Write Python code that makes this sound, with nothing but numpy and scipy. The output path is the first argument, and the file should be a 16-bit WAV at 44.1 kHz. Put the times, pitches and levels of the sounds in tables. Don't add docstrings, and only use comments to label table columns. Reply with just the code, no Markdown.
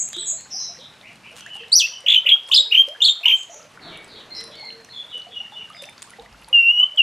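import sys
import numpy as np
from scipy import signal
from scipy.fft import rfft, irfft, next_fast_len
from scipy.io import wavfile
from scipy.ndimage import uniform_filter1d, minimum_filter1d, map_coordinates

SR = 44100
rng = np.random.default_rng(int(sys.argv[2]) if len(sys.argv) > 2 else 0)


def master(y):
    cut = np.clip(np.atleast_2d(y).T, -1, 1)
    pcm = np.round(cut * 32767)
    wavfile.write(sys.argv[1], SR, pcm.astype(np.int16))


N = 309582
TIME = np.arange(N) / SR


# time in seconds, pitch in Hz, level in dB.
ARCHED_WHISTLE = [(1.717, 3630, -30), (1.731, 4590, -10), (1.747, 4980, -15.5), (1.762, 5830, -3.5),
                  (1.772, 6040, -16), (1.786, 5000, -14.5), (1.802, 3430, -17), (1.826, 2503, -25),
                  (1.86, 2790, -19.5)]
PURE_NOTE = [(6.528, 2944, -13.5), (6.543, 2823, -14.5), (6.591, 2768, -10.5), (6.643, 2734, -12),
             (6.685, 2754, -9.5), (6.715, 2899, -18), (6.775, 2888, -14.5), (6.84, 3030, -13),
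             (6.866, 3130, -34.5)]
LAST_PURE_NOTE = [(6.973, 3350, -24), (6.984, 2960, -13.5), (7.007, 2770, -10.5), (7.03, 2670, -13)]
# start, first crest, settling time and end in seconds, swings per second,
# then first centre, mid-warble lift, swing and held pitch in Hz, then relative level,
# second-harmonic trim and higher-harmonic trim in dB.
WARBLED_CHIRPS = [(2.06, 2.0668, 2.165, 2.194, 52, 2608, -80.5, 955, 3054, -11.5, -4.5, -3),
                  (2.25, 2.267, 2.32, 2.349, 35, 1954, 41, 1085, 3264, -11, -17, -2.5),
                  (2.512, 2.523, 2.59, 2.621, 40.7, 2808, 1249.5, 831, 3810, -9.5, 1.5, 3.5),
                  (2.709, 2.723, 2.786, 2.825, 37.3, 2550, -61, 430, 3186, -12, -5.5, -1.5),
                  (3.004, 3.0246, 3.099, 3.123, 39.6, 2957, 759.5, 468, 3664, -11, 2, 2.5),
                  (3.232, 3.2407, 3.328, 3.355, 47.6, 2461, -50, 621, 3123, -12.5, -1.5, 0.5)]

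def thrush(chirp_db=1.3, yard_db=-12.5):
    voice = np.zeros(N)
    add(voice, *syllable(ARCHED_WHISTLE, bright_db=(9.5, -3)))
    for *shape, second_db, higher_db in WARBLED_CHIRPS:
        contour = chirp_contour(*shape)
        start, note = syllable(contour, (second_db, higher_db), jitter=.013, rasp=.22, side_voice_db=-26)
        add(voice, start, amp(chirp_db) * note)
    for contour in (PURE_NOTE, LAST_PURE_NOTE):
        add(voice, *syllable(contour, bright_db=(-14.5, -11), jitter=.004, flutter_db=1.62))
    heard = in_cage(voice) + amp(yard_db) * in_yard(voice)
    return spread(heard, in_yard(voice), side_db=yard_db - 33)


def chirp_contour(start, crest, settles, end, rate, centre_hz, lift_hz, swing_hz, held_hz, level_db,
                  floor_hz=1940, knee_hz=198, throat_hz=2947, settle_s=.013, trough_db=-4.5):
    s = np.arange(start, end, 16 / SR)
    progress = (s - start) / (settles - start)
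    warbling = np.clip((settles - s) / settle_s, 0, 1)
    angle = 2 * np.pi * rate * (s - crest)
    swing = np.cos(angle) + .14 * (1 - np.cos(2 * angle))
    drift_hz = .54 * (held_hz - centre_hz) * progress
    arch_hz = lift_hz * np.exp(-((progress - .5) / .26) ** 2)
    width_hz = swing_hz * np.exp(-((progress - .5) / .496) ** 2)
    warble_hz = centre_hz + drift_hz + arch_hz + width_hz * swing
    warble_hz = floor_hz + knee_hz * np.logaddexp(0, (warble_hz - floor_hz) / knee_hz)
    hz = held_hz + warbling * (warble_hz - held_hz)
    attack_db = -11 * np.maximum(1 - (s - start) / .022, 0)
    release_db = -4 * np.maximum(1 - (end - s) / .034, 0)
    dip_db = trough_db * warbling * (1 - swing) / 2
    off_khz = (hz - throat_hz) / 1000
    throat_db = abs(off_khz) * np.where(off_khz < 0, -20.5, -2.5)
    return list(zip(s, hz, level_db + attack_db + release_db + dip_db + throat_db))


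# frequency in Hz, gain in dB.
BEAK_EQ = [(4500, -38.5), (6200, -35), (7300, -25), (8800, -30.5), (10500, -36), (11500, -39),
           (12700, -26.5), (14000, -40), (15800, -55.5)]
HARMONIC_DB = [6, -14, -5, 4]

def syllable(contour, bright_db, jitter=.0066, flutter_db=3, rasp=.1, side_voice_db=-29, hiss_db=-33):
    s, hz, db = np.transpose(sorted(contour))
    t = np.arange(s[0], s[-1], 1 / SR)
    hz, db = (uniform_filter1d(np.interp(t, s, curve), size=100) for curve in (hz, db))
    hz_per_s = uniform_filter1d(abs(np.gradient(hz, t)), size=600)
    trill = np.tanh(hz_per_s / 90000)
    hz = hz * (1 + jitter * (.12 + 2 * trill) * wander(500, len(t)))
    phase = 2 * np.pi * np.cumsum(hz) / SR
    evenness_db = np.minimum((db.max() - db) / 2, 4) - 3
    tone = np.sin(phase) + amp(side_voice_db + evenness_db) * trill * np.sin(1.1 * phase)
    second_db, higher_db = bright_db
    for k, weight_db in enumerate(HARMONIC_DB, 2):
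        trim_db = second_db if k == 2 else higher_db
        strength = amp(read(BEAK_EQ, k * hz) + weight_db + trim_db + evenness_db)
        tone += strength * (k * hz < SR / 2) * np.sin(k * phase + trill * wander(600, len(t)))
    tone *= 1 + rasp * trill * wander(700, len(t))
    tone += amp(hiss_db + evenness_db) * breath(trill)
    ramps = np.clip(np.minimum((t - t[0]) / .003, (t[-1] - t) / .007), 0, 1)
    envelope = amp(db + flutter_db * wander(150, len(t))) * np.sin(np.pi / 2 * ramps) ** 2
    return s[0], np.sqrt(2) * envelope * tone


# frequency in Hz, gain in dB.
BREATH_EQ = [(1500, -30), (2500, -6), (4500, -1), (5500, -6), (7300, 1), (10000, -12), (12700, -4),
             (15800, -18)]

def breath(trill):
    return trill ** 2 * coloured(BREATH_EQ, len(trill))


# delay in seconds, level in dB.
EARLY_ECHOES = [(.0021, -32), (.0046, -13.5), (.0078, -16.5), (0.0116, -10), (0.0173, -25.5), (.023, -14.5)]

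def in_cage(voice, direct_db=-.1, scatter_db=-13, decay_s=.0093):
    t = TIME[:3000]
    scatter = rng.standard_normal(len(t)) * np.exp(-t / decay_s) * (t > .002)
    scatter /= np.linalg.norm(scatter)
    heard = amp(direct_db) * voice + amp(scatter_db) * signal.fftconvolve(voice, scatter)[:N]
    for delay, db in EARLY_ECHOES:
        add(heard, delay, amp(db) * voice)
    return heard


# start and length in seconds, first and last pitch in Hz, relative level in dB.
BUZZES = [(-.035, 0.046, 7490, 6896, -20), (0.119, .085, 3450, 3720, -29.5),
          (0.255, 0.057, 7470, 6990, -21), (0.496, 0.11, 5490, 5550, -27.5),
          (0.579, 0.077, 5770, 5630, -30), (.781, .078, 3496, 3750, -42), (1.023, .064, 2150, 2635, -42.5),
          (1.228, 0.066, 2437, 2860, -42), (1.35, 0.16, 3140, 2816, -46), (1.559, .063, 3026, 2746, -37.5),
          (3.343, 0.067, 7440, 6950, -41.5), (3.485, .087, 6670, 6340, -43), (3.797, .16, 4346, 3046, -42),
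          (4.06, 0.17, 4720, 2990, -44), (4.34, 0.045, 4850, 5500, -33.5), (4.5, 0.052, 3780, 3333, -42)]
# start and length in seconds, pitch in Hz, relative level in dB.
PLAIN_WHISTLES = [(0.171, 0.087, 7820, -31.5), (0.367, 0.02, 4230, -42), (0.575, 0.11, 4036, -42),
                  (1.473, .095, 2936, -36), (1.909, 0.04, 2990, -34.5), (3.893, 0.145, 2264, -45.5),
                  (5.728, 0.052, 4980, -46), (5.761, .055, 3600, -40)]
# start and length in seconds, pitch in Hz, relative level in dB,
# level of the octave above the fundamental's in dB.
REEDY_CALLS = [(4.292, .11, 2062, -47, 12), (4.542, .17, 2140, -45, 7)]
# whistle start in seconds, its pitch in Hz, relative level in dB.
FLICKED_WHISTLES = [(4.923, 3433, -32), (5.114, 2960, -30.5), (5.336, 2882, -29.5), (5.545, 2900, -33.5)]

def far_birds(level_db=-1, sag=.02, reedy_sag=.0352, flick_lead_s=.035, flick_ratio=1.21):
    out = np.zeros(N)
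    for s, length, first_hz, last_hz, db in BUZZES:
        add(out, s, amp(db) * far_note(length, first_hz, last_hz, depth=.0862))
    for s, length, hz, db in PLAIN_WHISTLES:
        add(out, s, amp(db) * far_note(length, hz * (1 + sag), hz * (1 - sag)))
    for s, length, hz, db, octave_db in REEDY_CALLS:
        add(out, s, amp(db) * far_note(length, hz * (1 + reedy_sag), hz * (1 - reedy_sag), octave_db))
    for s, hz, db in FLICKED_WHISTLES:
        flick = far_note(.043, hz * flick_ratio, hz * flick_ratio, depth=.041)
        add(out, s - flick_lead_s, amp(db - 9.5) * flick)
        add(out, s, amp(db) * far_note(.072, hz * (1 + sag), hz * (1 - sag)))
    return amp(level_db) * spread(out, in_yard(out), side_db=-55.5)


def far_note(length, first_hz, last_hz, octave_db=-30, depth=.022, warble_hz=85, direct=.3):
    t = np.arange(0, length, 1 / SR)
    warble = np.sin(2 * np.pi * (warble_hz * t + rng.random())) + .409 * wander(129.4, len(t))
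    hz = (first_hz + (last_hz - first_hz) * t / length) * (1 + depth * warble)
    phase = 2 * np.pi * np.cumsum(hz) / SR
    octave = amp(octave_db) / (1 + (hz / 6000) ** 4) * np.sin(2 * phase)
    note = (np.sin(phase) + octave) * signal.windows.tukey(len(t), .4)
    heard = signal.fftconvolve(note, yard_tail())
    add(heard, 0, direct * note)
    return np.hypot(1, amp(octave_db)) * np.sqrt(len(t)) * heard / np.linalg.norm(heard)


# start in seconds, starting pitch in Hz, relative level in dB.
LARGE_BUBBLES = [(.165, 337, -35.5), (.328, 590, -41), (.543, 716, -41.5), (1.462, 1596, -29.5),
                 (1.556, 776, -41), (1.611, 440, -43), (1.634, 1680, -37), (2.04, 514, -39),
                 (2.252, 544, -37), (2.497, 978, -34.5), (2.595, 505, -37.5), (2.879, 523, -29.5),
                 (2.949, 1560, -37), (3.26, 905, -29), (3.495, 646, -38), (3.866, 660, -39),
                 (4.627, 793, -37), (5.266, 687, -39.5), (5.521, 797, -38), (5.702, 1186, -34.5),
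                 (5.822, 531, -35.5), (6.135, 1870, -35.5), (6.186, 751, -36.5), (6.479, 870, -38),
                 (6.828, 1120, -34.5)]

def trickle(large_db=1, small_db=-52, low_hz=410, high_hz=2800, yard_db=-5, count=330):
    out = np.zeros(N)
    for s, hz, db in LARGE_BUBBLES:
        add(out, s, amp(db + large_db) * bubble(hz))
    for when, pitch, size in rng.random((count, 3)):
        db = small_db + 3.5 * min(-np.log(size), 3)
        add(out, when * N / SR, amp(db) * bubble(low_hz * (high_hz / low_hz) ** pitch))
    heard = out + amp(yard_db) * in_yard(out)
    return spread(heard, in_yard(out), side_db=yard_db - 6) * amp([[-.9], [.9]])


def bubble(hz, cycles=11, rise=.09):
    age = TIME[:5000] * hz / cycles
    glide = 1 + rise * rng.uniform(.4, 1.6) * np.minimum(age, 6)
    envelope = np.exp(-age) * (1 - np.exp(-age / .073))
    return envelope * np.sin(2 * np.pi * np.cumsum(hz * glide) / SR)


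# start in seconds, starting pitch in Hz, relative level in dB.
SHARP_PLINKS = [(4.704, 2888, -27.5), (5.822, 2500, -42), (5.84, 2550, -28), (5.889, 2270, -29.5),
                (6.261, 1947, -36), (6.423, 2690, -38)]

def plinks(sharp_db=2, small_db=-47, cycles=4.5, yard_db=-10, count=130):
    out = np.zeros(N)
    for s, hz, db in SHARP_PLINKS:
        add(out, s, amp(db + sharp_db) * bubble(hz, cycles, rise=.033))
    for when, pitch, size in rng.random((count, 3)):
        db = small_db + 6.5 * min(-np.log(size), 2.5)
        add(out, when * N / SR, amp(db) * bubble(1200 * 5 ** pitch, cycles, rise=.049))
    return spread(out + amp(yard_db) * in_yard(out), in_yard(out), side_db=-14.5)


# start in seconds, level in dB, ring pitch in Hz, left over right in dB.
HARD_DROPS = [(0.1307, -21.5, 6700, -2.5), (0.165, -28, 7470, -2), (1.407, -29, 5800, -1),
              (1.4631, -35, 6560, -6), (2.0055, -36.5, 8300, 7), (3.4314, -32.5, 7000, -5),
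              (3.5428, -33.5, 6660, -3), (3.973, -36.5, 10000, 0.0), (4.439, -28.5, 9350, 0.5),
              (5.8214, -36.5, 10500, -16), (5.895, -36.5, 8640, -4), (6.0202, -27.5, 6600, 6),
              (6.0259, -25.5, 7940, -4), (6.795, -36, 6920, -10), (6.9613, -36, 7400, -6)]
# start in seconds, length in seconds, level in dB.
SOFT_SPLASHES = [(1.351, 0.059, -50), (1.536, 0.041, -54.5), (2.48, 0.052, -49), (2.865, .035, -51),
                 (4.343, 0.098, -56.5), (5.817, .03, -49)]
# frequency in Hz, gain in dB.
DROP_EQ = [(300, -7), (1200, 0), (3000, 3.5), (6000, -3), (9000, -0.5), (12000, -13), (15500, -21)]

def drops(spray_db=-58, yard_db=-8, count=300):
    sounds = [(s, amp(db) * tick(hz), pan_db) for s, db, hz, pan_db in HARD_DROPS]
    for when, size, pitch, place in rng.random((count, 4)):
        db = spray_db + 6 * min(-np.log(size), 4)
        sounds.append((when * N / SR, amp(db) * tick(2000 * 5.5 ** pitch), 8 * (place - .5)))
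    for s, length, db in SOFT_SPLASHES:
        size = int(length * SR)
        envelope = amp(db + 8.5 * wander(370, size)) * signal.windows.tukey(size, .5)
        sounds.append((s, envelope * coloured(DROP_EQ, size), 0))
    out = np.zeros((2, N))
    for s, sound, pan_db in sounds:
        add(out[0], s, amp(pan_db / 2) * sound)
        add(out[1], s, amp(-pan_db / 2) * sound)
    return out + amp(yard_db) * np.array([in_yard(side) for side in out])


def tick(hz, snap_db=-3, attack_s=.0006, decay_s=.002):
    t = TIME[:1024]
    ring = np.sin(2 * np.pi * hz * t * (1 + 12 * t))
    snap = amp(snap_db) * coloured(DROP_EQ, len(t))
    return (snap + ring) * np.exp(-t / decay_s) * (1 - np.exp(-t / attack_s))


# frequency in Hz, gain in dB.
WASH_EQ = [(20, -41.5), (200, -20.5), (330, -5), (630, -1.5), (900, -1), (1400, -4), (2600, -4),
           (4000, -8.5), (7000, -15.5), (10000, -19.5), (12500, -25), (15600, -54)]

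def water_wash(level_db=-52.2, flicker_db=1):
    level = amp(level_db + flicker_db * wander(27, N))
    return level * spread(coloured(WASH_EQ, N), coloured(WASH_EQ, N), side_db=-16)


# time in seconds, firing rate in Hz, note level in dB, roar level in dB.
ENGINE_REV = [(3.74, 125.6, -71, -57), (3.84, 145, -53, -45.5), (3.93, 177.3, -42, -44),
              (4.0, 208.4, -73, -48), (4.1, 217, -61, -50.5), (4.22, 215, -63, -51),
              (4.42, 225, -52.5, -50.5), (4.6, 227.5, -61.5, -54.5), (4.82, 223.3, -55.5, -61.5),
              (5.02, 216, -75, -62.5)]
# frequency in Hz, gain in dB.
ROAR_EQ = [(100, -5.5), (300, 1), (500, 0), (900, -3.5), (2000, -3.5), (3500, -29.5), (8000, -53),
           (16000, -68)]

def engine(waver=.028, pipe_hz=452, pipe_width_hz=50, pipe_db=3, throb=.94):
    s, hz, note_db, roar_db = np.transpose(ENGINE_REV)
    hz = np.interp(TIME, s, hz) * (1 + waver * wander(15, N))
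    note_db, roar_db = (np.interp(TIME, s, db, left=-120, right=-120) for db in (note_db, roar_db))
    phase = 2 * np.pi * np.cumsum(hz) / SR
    boom = amp(pipe_db) / (1 + ((2 * hz - pipe_hz) / pipe_width_hz) ** 2)
    uneven = 1 + wander(10, N) / 2 + throb * np.cos(phase / 2)
    note = amp(note_db) * (np.sin(phase) / (1 + boom) + boom * uneven * np.sin(2 * phase))
    sound = note + in_yard(note) + amp(roar_db) * coloured(ROAR_EQ, N)
    return spread(sound, in_yard(sound), side_db=-19)


# time in seconds,
# relative level in dB.
RUMBLE_LEVEL = [(0, -55.5), (1.4, -55), (2.5, -67.5), (3.3, -67.5), (3.7, -56.5), (5.2, -58), (6.4, -55.5),
                (6.6, -64), (7.02, -65)]
# frequency in Hz, gain in dB.
RUMBLE_EQ = [(20, -22.5), (50, -9.5), (80, -3.5), (130, 1), (200, 1), (300, -5.5), (600, -23),
             (2000, -67.5)]

def traffic(trim_db=-2):
    level = amp(np.interp(TIME, *np.transpose(RUMBLE_LEVEL)) + trim_db)
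    return level * spread(coloured(RUMBLE_EQ, N), coloured(RUMBLE_EQ, N), side_db=-16)


# start in seconds, pitch in Hz, level in dB.
LOW_THUDS = [(6.2, 51, -55), (6.31, 52.6, -51.5), (6.421, 48.3, -57)]

def thuds(width_s=.047):
    out, t = np.zeros(N), TIME[:12000]
    envelope = t / width_s * np.exp(2 - 2 * t / width_s)
    for s, hz, db in LOW_THUDS:
        add(out, s, amp(db) * envelope * np.sin(2 * np.pi * hz * t))
    return out


# frequency in Hz, time to fall by 60 dB in seconds.
YARD_DECAY = [(300, 0.18), (1000, 0.3), (3000, 0.35), (5000, 0.46), (8000, 0.29), (15000, 0.33)]

def yard_tail(build_s=.0059):
    hz, t, bands = signal.stft(rng.standard_normal(SR * 3 // 4), SR, nperseg=256)
    decay = amp(-60 * t / read(YARD_DECAY, hz)[:, None])
    tail = signal.istft(bands * decay, SR, nperseg=256)[1]
    tail *= 1 - np.exp(-(TIME[:len(tail)] / build_s) ** 2)
    return tail / np.linalg.norm(tail)


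def in_yard(sound):
    return signal.fftconvolve(sound, yard_tail())[:N]


def amp(db):
    return 10 ** (np.asarray(db) / 20)


def read(points, hz):
    f, value = np.transpose(points)
    return np.interp(np.log(hz + 1), np.log(f + 1), value)


def add(mix, s, sound):
    start = round(s * SR)
    sound = sound[max(-start, 0):]
    part = mix[max(start, 0):][:len(sound)]
    part += sound[:len(part)]


def coloured(eq, size):
    gain = amp(read(eq, np.fft.rfftfreq(size, 1 / SR)))
    noise = irfft(rfft(rng.standard_normal(size)) * gain, size)
    return noise / np.sqrt(np.mean(noise ** 2) + 1e-20)


def wander(rate_hz, size):
    steps = np.arange(size) * rate_hz * 2 / SR
    return map_coordinates(rng.standard_normal(8192), [steps], order=3, mode="wrap")


def spread(mid, side, side_db):
    return np.array([mid + amp(side_db) * side, mid - amp(side_db) * side])


def scene():
    birds = thrush() + far_birds()
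    water = trickle() + plinks() + drops() + water_wash()
    return birds + water + engine() + traffic() + thuds()


def record(dry, ceiling=.86, cutoff_hz=15700):
    envelope = abs(signal.hilbert(dry.mean(0), next_fast_len(N)))[:N]
    gain = np.minimum(1, ceiling / (envelope + 1e-9))
    gain = uniform_filter1d(minimum_filter1d(gain, size=300), size=300)
    lowpass = signal.firwin(511, cutoff_hz, window=("kaiser", 9), fs=SR)
    return signal.oaconvolve(dry * gain, lowpass[None], "same")


dry = scene()
out = record(dry)
master(out)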